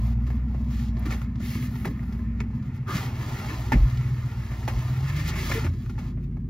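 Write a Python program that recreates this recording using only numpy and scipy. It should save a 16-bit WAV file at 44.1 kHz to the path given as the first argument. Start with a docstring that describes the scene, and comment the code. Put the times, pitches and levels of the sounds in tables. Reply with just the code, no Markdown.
"""Inside a parked car, hands turn a cardboard shoe box, then slowly slide its tray out of the sleeve.
Rubbing and knocks make the card panels and the air in the box ring; the tray rasps as it breaks loose
and the sleeve squeaks as it lets go. Underneath, the vents hiss and the engine hums, its speed
swinging a little and stepping up near the end. A phone with two microphone openings listens."""
import sys
import numpy as np
from scipy import signal
from scipy.fft import rfft, irfft, next_fast_len
from scipy.io import wavfile

SR = 44100
rng = np.random.default_rng(int(sys.argv[2]) if len(sys.argv) > 2 else 0)


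def file_out(sig):
    """Save sig as 16-bit WAV at sys.argv[1]."""
    # one column per channel
    cols = np.atleast_2d(sig).T
    # limit, then scale
    lim = np.clip(cols, -1, 1)
    pcm = np.round(lim * 32767).astype(np.int16)
    wavfile.write(sys.argv[1], SR, pcm)


N = 286278

# The notes the card panels ring with. Each row: pitch in Hz, width in Hz, relative level in dB.
PANELS = [(635, 109, 2), (800, 260, 1), (930.5, 170, 4.5), (1010, 145, 1.5), (1356, 136, -3),
          (1558, 32, -5.5), (1794, 168, -2), (2135, 177, -1), (2456, 293, -3), (2463, 51, -2.5)]
# The low notes of the air in the box. Each row: pitch in Hz, width in Hz, relative level in dB.
HOLLOW = [(231.7, 83, -2), (292.6, 78.7, -1), (361, 123, -4), (501, 128, -9.5)]
# The hiss of card on card. Each row: frequency in Hz, gain in dB.
CARD_HISS = [(1500, -27), (2800, 0.5), (4700, 0), (7000, -7), (9000, -19.5), (10500, -37.5)]
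# The higher hiss of skin on card. Each row: frequency in Hz, gain in dB.
SKIN_HISS = [(7500, -23.5), (9500, -6.5), (12500, -6.5), (15800, -8)]


def amp(db):
    """Turns decibels into a factor to multiply by."""
    return 10 ** (np.asarray(db) / 20)


def evened(x):
    """Scales a signal to an average power of 1."""
    return x / np.sqrt(np.mean(x ** 2) + 1e-20)


def curves(rows):
    """Joins rows of (seconds, values..) with straight lines, one curve for each value."""
    times, *columns = np.transpose(rows)
    return [np.interp(np.arange(N) / SR, times, column) for column in columns]


def value_at(points, hz):
    """Looks up a frequency between rows of (Hz, value)."""
    known_hz, values = np.transpose(points)
    return np.interp(np.log(hz + 1), np.log(known_hz), values)


def colour(x, points, turn=1):
    """Filters x by rows of (Hz, dB); a complex turn shifts the phase."""
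    size = next_fast_len(N + 4096)
    gain = amp(value_at(points, np.fft.rfftfreq(size, 1 / SR)))
    return irfft(rfft(x, size) * gain * turn, size)[..., :N]


def ring(x, modes, focus_hz=None, spread=1, octave=0, rest=1):
    """Makes x ring a set of notes, most strongly near focus_hz and, if asked, an octave above it."""
    poles = [(np.exp((2j * np.pi * hz - np.pi * width) / SR), (-1) ** k * amp(db))
             for k, (hz, width, db) in enumerate(modes)]
    def bank(drive, weights):
        return sum(signal.lfilter([g * (1 - abs(p)) * p.imag], [1, -2 * p.real, abs(p) ** 2], drive * w)
                   for (p, g), w in zip(poles, weights))
    weights = even = np.ones(len(modes))
    if focus_hz is not None:
        off = np.log([[mode[0]] for mode in modes]) - np.log(focus_hz)
        weights = rest + 1 / (1 + (off / spread) ** 2) + octave / (1 + ((off - np.log(2)) / spread) ** 2)
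        weights /= np.sqrt(np.mean(weights ** 2, axis=0))
    return bank(x, weights) / np.linalg.norm(bank(signal.unit_impulse(8192), even))


def drift(rate_hz):
    """A random wander about 1 in size; a higher rate wanders faster."""
    return evened(signal.lfilter([1], [1, -np.exp(-2 * np.pi * rate_hz / SR)], rng.standard_normal(N)))


def cabin(x):
    """Short echoes in the car; the box moves, so one echo pattern keeps fading into the next."""
    # Each row: frequency in Hz, seconds to fade by 60 dB.
    fade_times = [(300, 0.046), (1500, 0.034), (6000, 0.043), (15000, 0.024)]
    patterns, lead_s = 4, .08
    echoes = np.zeros((patterns, 2, 4096))
    delays = np.arange(60, 4060, 20) + rng.integers(0, 20, (patterns, 2, 200))
    np.put_along_axis(echoes, delays, rng.choice([-1., 1.], delays.shape), 2)
    hz, t, bands = signal.stft(echoes, SR, nperseg=128)
    tails = signal.istft(bands * amp(-60 * t / value_at(fade_times, hz)[:, None]), SR, nperseg=128)[1]
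    tails /= np.linalg.norm(tails, axis=2, keepdims=True)
    place = np.arange(N) / SR / lead_s - np.arange(patterns)[:, None, None]
    blend = np.cos(np.pi / 2 * np.clip((place + patterns / 2) % patterns - patterns / 2, -1, 1))
    return signal.oaconvolve(x * blend, tails, axes=2).sum(0)[:, :N]


def vents():
    """Air from the vents makes a thin, nearly steady noise."""
    # Each row: frequency in Hz, gain in dB.
    air_tone = [(300, -25), (500, -1.5), (1900, -1), (2900, -10.5), (6600, -22.5), (15800, -41.5)]
    return amp(-67 + 1.8 * drift(4.8)) * evened(colour(rng.standard_normal((2, N)), air_tone))


def engine_speed():
    """Engine cycles per second: a slow swing around idle, then a smooth step up."""
    t = np.arange(N) / SR
    idle_hz, step_hz, step_at_s = 7.59, 3.0, 5.17
    up = 1 / (1 + np.exp((step_at_s - t) / .1))
    swing = -.18 * np.cos(2 * np.pi * (t - 1.06) / 1.18)
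    opening_dip = .3 * np.exp(-t / .22)
    overshoot = .2 * np.exp(-((t - 5.66) / .2) ** 2)
    return idle_hz + (1 - up) * (swing - opening_dip) + step_hz * up + overshoot


def engine():
    """The engine hums at whole multiples of its cycle rate (harmonics), over a noisy rumble."""
    # Each row: harmonic number, base level at slow idle in dB, base level at fast idle in dB.
    harmonics = [(4, -69, -48), (5, -54, -35), (6, -52, -52), (7, -49, -47), (8, -34, -39), (9, -50, -50),
                 (10, -52, -41), (11, -42, -39), (12, -49, -46), (13, -41, -38), (14, -40, -51),
                 (15, -46, -55), (16, -33, -47), (17, -46, -54), (18, -40, -48), (19, -45, -50),
                 (20, -53, -52), (21, -56, -50), (22, -52, -46), (23, -57, -48), (24, -45, -55),
                 (25, -54, -50), (26, -51, -64), (27, -46, -66), (28, -43, -67), (29, -45, -79),
                 (30, -49, -70), (31, -38, -69), (32, -49, -62), (33, -54, -56.5), (34, -60, -65),
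                 (35, -57, -76), (36, -61, -70), (37, -70, -73), (40, -72, -70), (41, -72, -70),
                 (42, -72, -72)]
    # The two strongest. Each row: time in seconds, base level of harmonic 8 in dB, of harmonic 16 in dB.
    boom_levels = [(0.1, -23, -31.5), (0.6, -30, -37), (1.1, -28, -36.5), (1.5, -33.5, -36),
                   (2.0, -36, -38), (2.35, -31.5, -44), (2.8, -47, -31), (3.4, -43, -37.5),
                   (3.75, -30, -27), (4.2, -41, -28.5), (4.6, -31.5, -36), (5.0, -37, -25),
                   (5.2, -32, -27.5), (5.6, -38, -54.5), (6.0, -41, -43)]
    # Each row: frequency in Hz, gain in dB.
    rumble_tone = [(25, -34), (45, 5.5), (120, 10.5), (240, -2), (320, -8), (460, -27), (520, -58.5)]
    step = 16  # the hum is low, so every 16th sample is enough
    hz = engine_speed()
    eighth_db, sixteenth_db = curves(boom_levels)
    held_close = curves([(2.62, 0), (2.82, 1), (5.2, 1), (5.4, 0)])[0]  # 1 while the box is held close
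    fast = np.clip((hz - 7.8) / (10.5 - 7.8), 0, 1)  # 0 at slow idle, 1 at fast idle
    cycles = (np.cumsum(hz) / SR)[::step]
    t, hum = np.arange(0, N, step) / SR, 0
    throb_phase = rng.random() + np.cumsum(rng.standard_normal(len(t))) * 0.0026
    for (k, slow_db, fast_db), (phase, pace, offset) in zip(harmonics, rng.random((len(harmonics), 3))):
        db = slow_db + fast * (fast_db - slow_db) - 10 * held_close * (k > 20)
        db = {8: eighth_db, 16: sixteenth_db}.get(k, db)
        if k < 16 and k != 8:  # louder while the engine pulls up to speed
            db = db + 20 * fast * (1 - fast)
        if k in (13, 14, 17, 18):  # these swell with harmonic 16 and make the hum throb
            db = db + .7 * (sixteenth_db + 34) * held_close * (1 - fast) ** 4 - 2 * (1 - fast)
        waver_db = 2.3 * np.sin(2 * np.pi * ((0.572 + 1.123 * pace) * t + offset))
        phase = phase + np.cumsum(rng.standard_normal(len(t))) * 0.001147 * np.sqrt(k)  # uneven firing
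        if 11 <= k <= 19:  # locked in step: one strong and one weak beat each cycle
            phase = throb_phase - k * .315 + .5 * (k in (11, 13))
        hum += np.sqrt(2) * amp(db[::step] + waver_db) * np.sin(2 * np.pi * (k * cycles + phase))
    rumble = amp(-41.5 - 1.1 * fast) * evened(colour(rng.standard_normal(N), rumble_tone))
    return signal.resample_poly(hum, step, 1)[:N] + rumble


def thumps():
    """The box jerks with soft thumps, each a brief swell of one low tone."""
    # Each row: middle in seconds, level in dB, pitch in Hz, length in seconds.
    jerks = [(1.88, -23.5, 165, 0.039), (2.954, -21, 169, 0.023), (3.761, -14, 187, 0.015),
             (3.777, -12.5, 49, 0.096), (3.836, -11, 49.07, 0.084), (4.692, -29, 58.8, 0.13),
             (4.773, -24.5, 49.8, 0.089), (5.55, -23, 114, 0.062), (5.643, -27.5, 125.4, 0.08),
             (5.69, -22, 85.4, 0.12)]
    t, out = np.arange(N) / SR, np.zeros(N)
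    for (middle, db, hz, length), phase in zip(jerks, rng.random(len(jerks))):
        swell = np.cos(np.pi * np.clip((t - middle) / length, -.5, .5))
        out += amp(db) * swell * np.sin(2 * np.pi * (hz * t + phase))
    return out


def ticks():
    """Fingernails and paper edges make tiny bursts of bright noise."""
    # Each row: start in seconds, relative level in dB.
    touches = [(0.9945, -44), (1.1915, -53), (3.898, -52), (6.231, -63)]
    bursts, t = np.zeros(N), np.arange(400) / SR
    for (start, db), noise in zip(touches, rng.standard_normal((len(touches), len(t)))):
        bursts[round(start * SR):][:len(t)] += amp(db + 2 - 60 * t / 0.012) * noise
    return colour(bursts, SKIN_HISS)


def squeak():
    """The sleeve sings one short, husky note as it lets go."""
    t = np.arange(N) / SR
    start, end, hz = 5.545, 5.6, 452
    husk = 1 + 0.32 * drift(90)
    swell = np.clip(np.minimum(t - start, end - t) / 0.014, 0, 1)
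    return amp(-29) * husk * swell * np.sin(2 * np.pi * hz * t)


def rasp():
    """The tray breaks loose: uneven slips ring two close notes that start fast and fade slowly."""
    # Each row: pitch in Hz, width in Hz, relative level in dB.
    notes = [(1150, 150, -2), (1360, 220, 0.5)]
    t, start, end = np.arange(N) / SR, 2.86, 3.04
    swell = np.clip(np.minimum((t - start) / 0.018, (end - t) / 0.093), 0, 1)
    slips = rng.standard_normal((2, N)) * amp(1.2 * drift(60))
    return ring(amp(-38.5) * swell * slips, notes)


def knocks():
    """A sharp blow pings one panel, then a rattle dies away in the panels, surface and air inside."""
    # Each row: start in seconds, relative levels in dB of panels, card snap, skin snap and hollow,
    # seconds to fade by 60 dB, favoured panel pitch in Hz, favoured hollow pitch in Hz.
    hits = [(0.268, -50, -56.5, -72, -39, 0.089, 1110, 293),
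            (0.303, -38.5, -57.5, -68, -46, 0.042, 825, 337), (0.545, -44, -65, -83, -42, 0.063, 810, 327),
            (0.969, -46, -56, -82, -42, 0.03, 1010, 328), (1.056, -37, -48.5, -60, -32.5, 0.15, 1640, 298),
            (1.107, -33, -44.5, -71, -41, 0.063, 1310, 300),
            (1.123, -33.5, -53, -73, -42, 0.065, 2120, 332),
            (1.217, -37, -50.5, -57, -58, 0.013, 1390, 330), (1.357, -54, -55, -80, -44, 0.017, 786, 308),
            (1.403, -45, -55, -63, -39, 0.017, 660, 312), (1.552, -37.5, -59, -65, -34.5, 0.022, 1110, 310),
            (1.626, -41.5, -55, -72, -41, 0.2, 2180, 316), (1.755, -40, -52, -75, -54, 0.062, 980, 335),
            (1.848, -33, -54, -72, -40, 0.071, 1300, 360), (1.854, -29, -42, -50, -32, 0.038, 884, 360),
            (1.869, -42.5, -51, -62, -54, 0.022, 2150, 330), (1.875, -39, -50, -70, -29.5, 0.05, 800, 253),
            (1.993, -43.5, -62, -78, -48, 0.037, 1920, 333), (2.03, -48.5, -62, -78, -55, 0.041, 1800, 335),
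            (2.125, -49, -55.5, -70, -45, 0.062, 1850, 336), (2.193, -52, -64, -76, -53, 0.03, 1820, 334),
            (2.404, -30, -42, -69, -39.5, 0.019, 1140, 330), (2.626, -49, -59, -76, -61, 0.028, 1360, 324),
            (3.72, -20.5, -37.5, -52.5, -22.5, 0.073, 920, 305),
            (3.728, -26, -44, -61, -22, 0.12, 1770, 260.6), (3.899, -60, -51, -64, -65, 0.05, 859, 290),
            (3.974, -52, -45, -65, -60, 0.017, 2100, 290), (4.011, -42.5, -53, -75, -61, 0.034, 1080, 290),
            (4.435, -44.5, -56, -72, -60, 0.034, 1820, 290), (4.514, -41.5, -57, -80, -57, 0.15, 750, 290),
            (4.629, -44, -61, -76, -51, 0.068, 1860, 290), (4.678, -27, -42.5, -52, -34, 0.13, 808, 275),
            (5.162, -58, -45.5, -60, -43, 0.29, 1880, 286), (5.288, -60, -38, -66, -37.5, 0.08, 1940, 290),
            (5.499, -44, -60, -72, -36.5, 0.03, 600, 497), (5.515, -22, -36, -59, -33.5, 0.05, 1250, 292),
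            (5.521, -35.5, -39, -60, -34, 0.063, 1780, 293), (5.645, -37.5, -48, -61, -32, 0.18, 2520, 286),
            (5.666, -33.5, -62, -72, -46, 0.038, 1310, 272), (5.737, -53, -58, -79, -60, 0.047, 1850, 318),
            (5.862, -44.5, -59, -78, -63, 0.017, 1360, 326), (5.896, -42.5, -53, -69, -49, 0.07, 1360, 333),
            (5.955, -54, -70, -80, -60, 0.02, 1800, 330), (5.98, -42.5, -60, -76, -51, 0.16, 914, 330),
            (5.988, -45, -52.5, -68, -67, 0.11, 1270, 330), (6.029, -54, -65, -80, -60, 0.06, 805, 330),
            (6.172, -50, -79, -94, -48, 0.089, 610, 430), (6.369, -48.5, -73, -89, -57.5, 0.052, 780, 336)]
    drives, favoured_hz, t = np.zeros((5, N)), np.ones((2, N)), np.arange(6000) / SR
    blow = 5.2 * np.exp(-(t / .00003 - 2) ** 2)
    onset = np.minimum(t / 0.0025, 1)
    quick_fade = amp(-60 * t / 0.047) * onset
    shudder = amp(-7 - 404 * abs(t - 0.026)) * onset  # the hollow swells just after the blow
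    for start, panel_db, *other_db, fade_s, panel_hz, hollow_hz in hits:
        grit, rattle = rng.standard_normal((2, len(t)))
        fade = amp(-60 * t / fade_s) * onset
        crack = blow + (fade + .5 * quick_fade) * grit
        layers = [blow + 0.51 * quick_fade * grit, fade * rattle, crack, crack, crack + shudder * rattle]
        at = round(start * SR)
        drives[:, at:at + len(t)] += (amp([panel_db, panel_db, *other_db])[:, None] * layers)[:, :N - at]
        favoured_hz[:, at:] = [[panel_hz], [hollow_hz]]
    to_ping, to_rattle, to_card, to_skin, to_hollow = drives
    ping = ring(to_ping, PANELS, favoured_hz[0], spread=.09, octave=.6, rest=.15)
    held_panels = [(hz, width * 1.22, db) for hz, width, db in PANELS]  # hands shorten the ringing
    muffled = ring(to_rattle, held_panels, favoured_hz[0], spread=0.76, rest=0.8)
    snap = colour(to_card, CARD_HISS) + colour(to_skin, SKIN_HISS)
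    hollow = ring(to_hollow, HOLLOW, favoured_hz[1], spread=.12, rest=.2)
    return amp(-2.5) * (ping + muffled) + amp(7) * snap + amp(-1) * hollow


def contact():
    """How strongly grip, slide and strokes stir card hiss, skin hiss, panels and hollow; also a pitch."""
    # The tray's one long pull. Each row: time in seconds, relative levels in dB of card hiss and
    # panels, favoured pitch in Hz.
    slide = [(2.83, -104, -82, 1280), (2.885, -50, -41.5, 1350), (2.97, -39.5, -36.5, 1490),
             (3.135, -56, -45, 1300), (3.24, -50.5, -42.5, 1260), (3.5, -49, -40, 1250),
             (3.61, -51.5, -45, 1170), (3.8, -54.5, -44.5, 1135), (4.0, -56, -48, 1210),
             (4.3, -59, -50.5, 1380), (4.65, -55.5, -49, 1140), (4.75, -53, -45.5, 1150),
             (5.1, -53, -45, 1400), (5.24, -49.5, -44, 1420), (5.33, -53.5, -40.5, 1370),
             (5.385, -42.5, -38.5, 1470), (5.5, -41, -38, 1460), (5.62, -48, -41, 1370),
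             (5.672, -56, -43, 1270), (5.7, -66, -72, 1300)]
    # Hands brush the box. Each row: start and length in seconds, relative levels in dB of card hiss,
    # panels and skin hiss, favoured pitch in Hz.
    strokes = [(0.0, 0.13, -59, -50, -68.5, 705), (0.226, .17, -67, -54.5, -76, 945),
               (0.485, 0.34, -67.5, -58.5, -79, 980), (0.707, 0.18, -54.5, -53.5, -67.5, 1510),
               (0.962, 0.19, -62.5, -48.5, -76, 910), (1.052, 0.19, -59, -51, -67.5, 1060),
               (1.108, 0.045, -46, -39.5, -60, 1210), (1.427, 0.17, -49, -47.5, -57.5, 2090),
               (1.599, 0.074, -52, -51, -58, 2180), (1.688, 0.23, -59.5, -53, -64.5, 1350),
               (1.9, 0.35, -68, -58, -76, 1410), (2.395, 0.038, -64.5, -51, -79, 1610),
               (2.543, 0.042, -69, -62, -79, 1700), (2.643, 0.042, -66.5, -71, -79, 1390),
               (2.742, 0.038, -63, -55, -73, 1200), (5.084, 0.024, -48.5, -39.5, -61, 1740),
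               (5.186, 0.032, -50, -42.5, -63, 1690), (5.272, 0.029, -41, -41.5, -52, 1390),
               (5.537, 0.02, -54, -40, -53, 1440), (5.562, 0.015, -56, -37, -59, 2000),
               (5.656, 0.29, -63.5, -60.5, -76, 1300), (5.97, 0.14, -61.5, -54, -76, 1270),
               (6.237, 0.01, -67.5, -61, -79, 2200)]
    t = np.arange(N) / SR
    grip_hz, let_go_s = 1210, 5.51
    release_db = -31.5 * np.maximum(t - let_go_s, 0)
    grip_card, grip_panel, grip_hollow = (amp(db + release_db) ** 2 for db in (-74, -56.5, -53.5))
    sliding = (t > slide[0][0]) & (t < slide[-1][0])
    *slide_db, slide_hz = curves(slide)
    card, panel = sliding * amp(slide_db) ** 2
    skin = card * amp(-13.5) ** 2
    hollow = panel * amp(2 - 2 * (t - slide[0][0])) ** 2  # weaker as the box opens
    power = np.array([card + grip_card, skin, panel + grip_panel, hollow + grip_hollow])
    pitch_sum = panel * np.log(slide_hz) + grip_panel * np.log(grip_hz)  # louder touches count for more
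    rise_db_per_s, fall_db_per_s = 347.5, 447.5
    for start, length, card_db, panel_db, skin_db, hz in strokes:
        near = slice(max(round((start - .2) * SR), 0), round((start + length + .2) * SR))
        age = t[near] - start
        fade_db = -np.maximum(np.maximum(-rise_db_per_s * age, fall_db_per_s * (age - length)), 0)
        fade_db -= 3.5 * np.clip(2 * age / length - 1, -1, 1) ** 2  # softer at both ends
        stroke = amp([[card_db], [skin_db], [panel_db]] + fade_db * [[1], [1.8], [.8]]) ** 2
        power[:3, near] += stroke
        pitch_sum[near] += stroke[2] * np.log(hz)
    return *np.sqrt(power), np.exp(pitch_sum / power[2])


def rub():
    """Paper fibres catch and slip: grainy noise hisses and shakes the panels and the air inside."""
    card_gain, skin_gain, panel_gain, hollow_gain, focus_hz = contact()
    grains_per_s, hollow_hz = 2500, 252
    grain_size = amp(2.3 * np.minimum(rng.exponential(1, N), 5)) * (rng.random(N) < grains_per_s / SR)
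    noise, grains = rng.standard_normal((2, 2, 2, N))
    flicker = amp(0.65 * drift(5.2) + 0.78 * drift(100))
    slip, skim = evened(noise + 0.67 * evened(grain_size * grains)) * flicker
    hiss = evened(colour(skim, CARD_HISS)) * card_gain + evened(colour(slip, SKIN_HISS)) * skin_gain
    panels = ring(slip * panel_gain, PANELS, focus_hz * amp(1.76 * drift(3.5)), spread=0.46, rest=0.41)
    hollow = ring(slip * hollow_gain, HOLLOW, hollow_hz, spread=0.54, rest=0.19)
    return panels + hollow + hiss


def scene():
    """Row 0 is the sound that meets the phone head on, row 1 what crosses it sideways."""
    blows = knocks() + ticks()
    steady = rub() + vents() + squeak() + rasp()
    head_on = amp(-1) * blows + engine() + thumps()
    direct = amp(-1.5) * steady + np.array([head_on, np.zeros(N)])
    return direct + cabin(amp(-9) * steady + amp([[-10], [-1.5]]) * blows)


def record(dry):
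    """The phone makes left and right from the sum and difference of its two microphone openings."""
    # Added together, the openings cancel near 9 kHz. Each row: frequency in Hz, gain in dB.
    sum_tone = [(7300, 0), (8100, -4.5), (8500, -32.5), (9800, -25), (10300, 4), (10800, 8)]
    # Their difference holds no bass. Each row: frequency in Hz, gain in dB.
    difference_tone = [(250, -69.5), (340, -39.5), (450, -14.5), (800, -3.5), (1400, -10), (2800, -1),
                       (4100, -9), (6000, -2), (10600, 15.5), (12300, 0), (13300, -24), (15500, -26.5)]
    leak, top_hz = .55, 15780
    both = colour(dry[0], sum_tone)
    # Head-on sound reaches one opening first, so it leaks into the difference a quarter cycle ahead.
    across = leak * colour(dry[0], difference_tone, turn=1j)
    across += np.sqrt(1 - leak ** 2) * colour(dry[1], difference_tone)
    treble_cut = signal.firwin(1023, top_hz, window=("kaiser", 9), fs=SR)
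    return signal.oaconvolve(np.array([both + across, both - across]), treble_cut[None], "same")


dry = scene()
out = record(dry)
file_out(out)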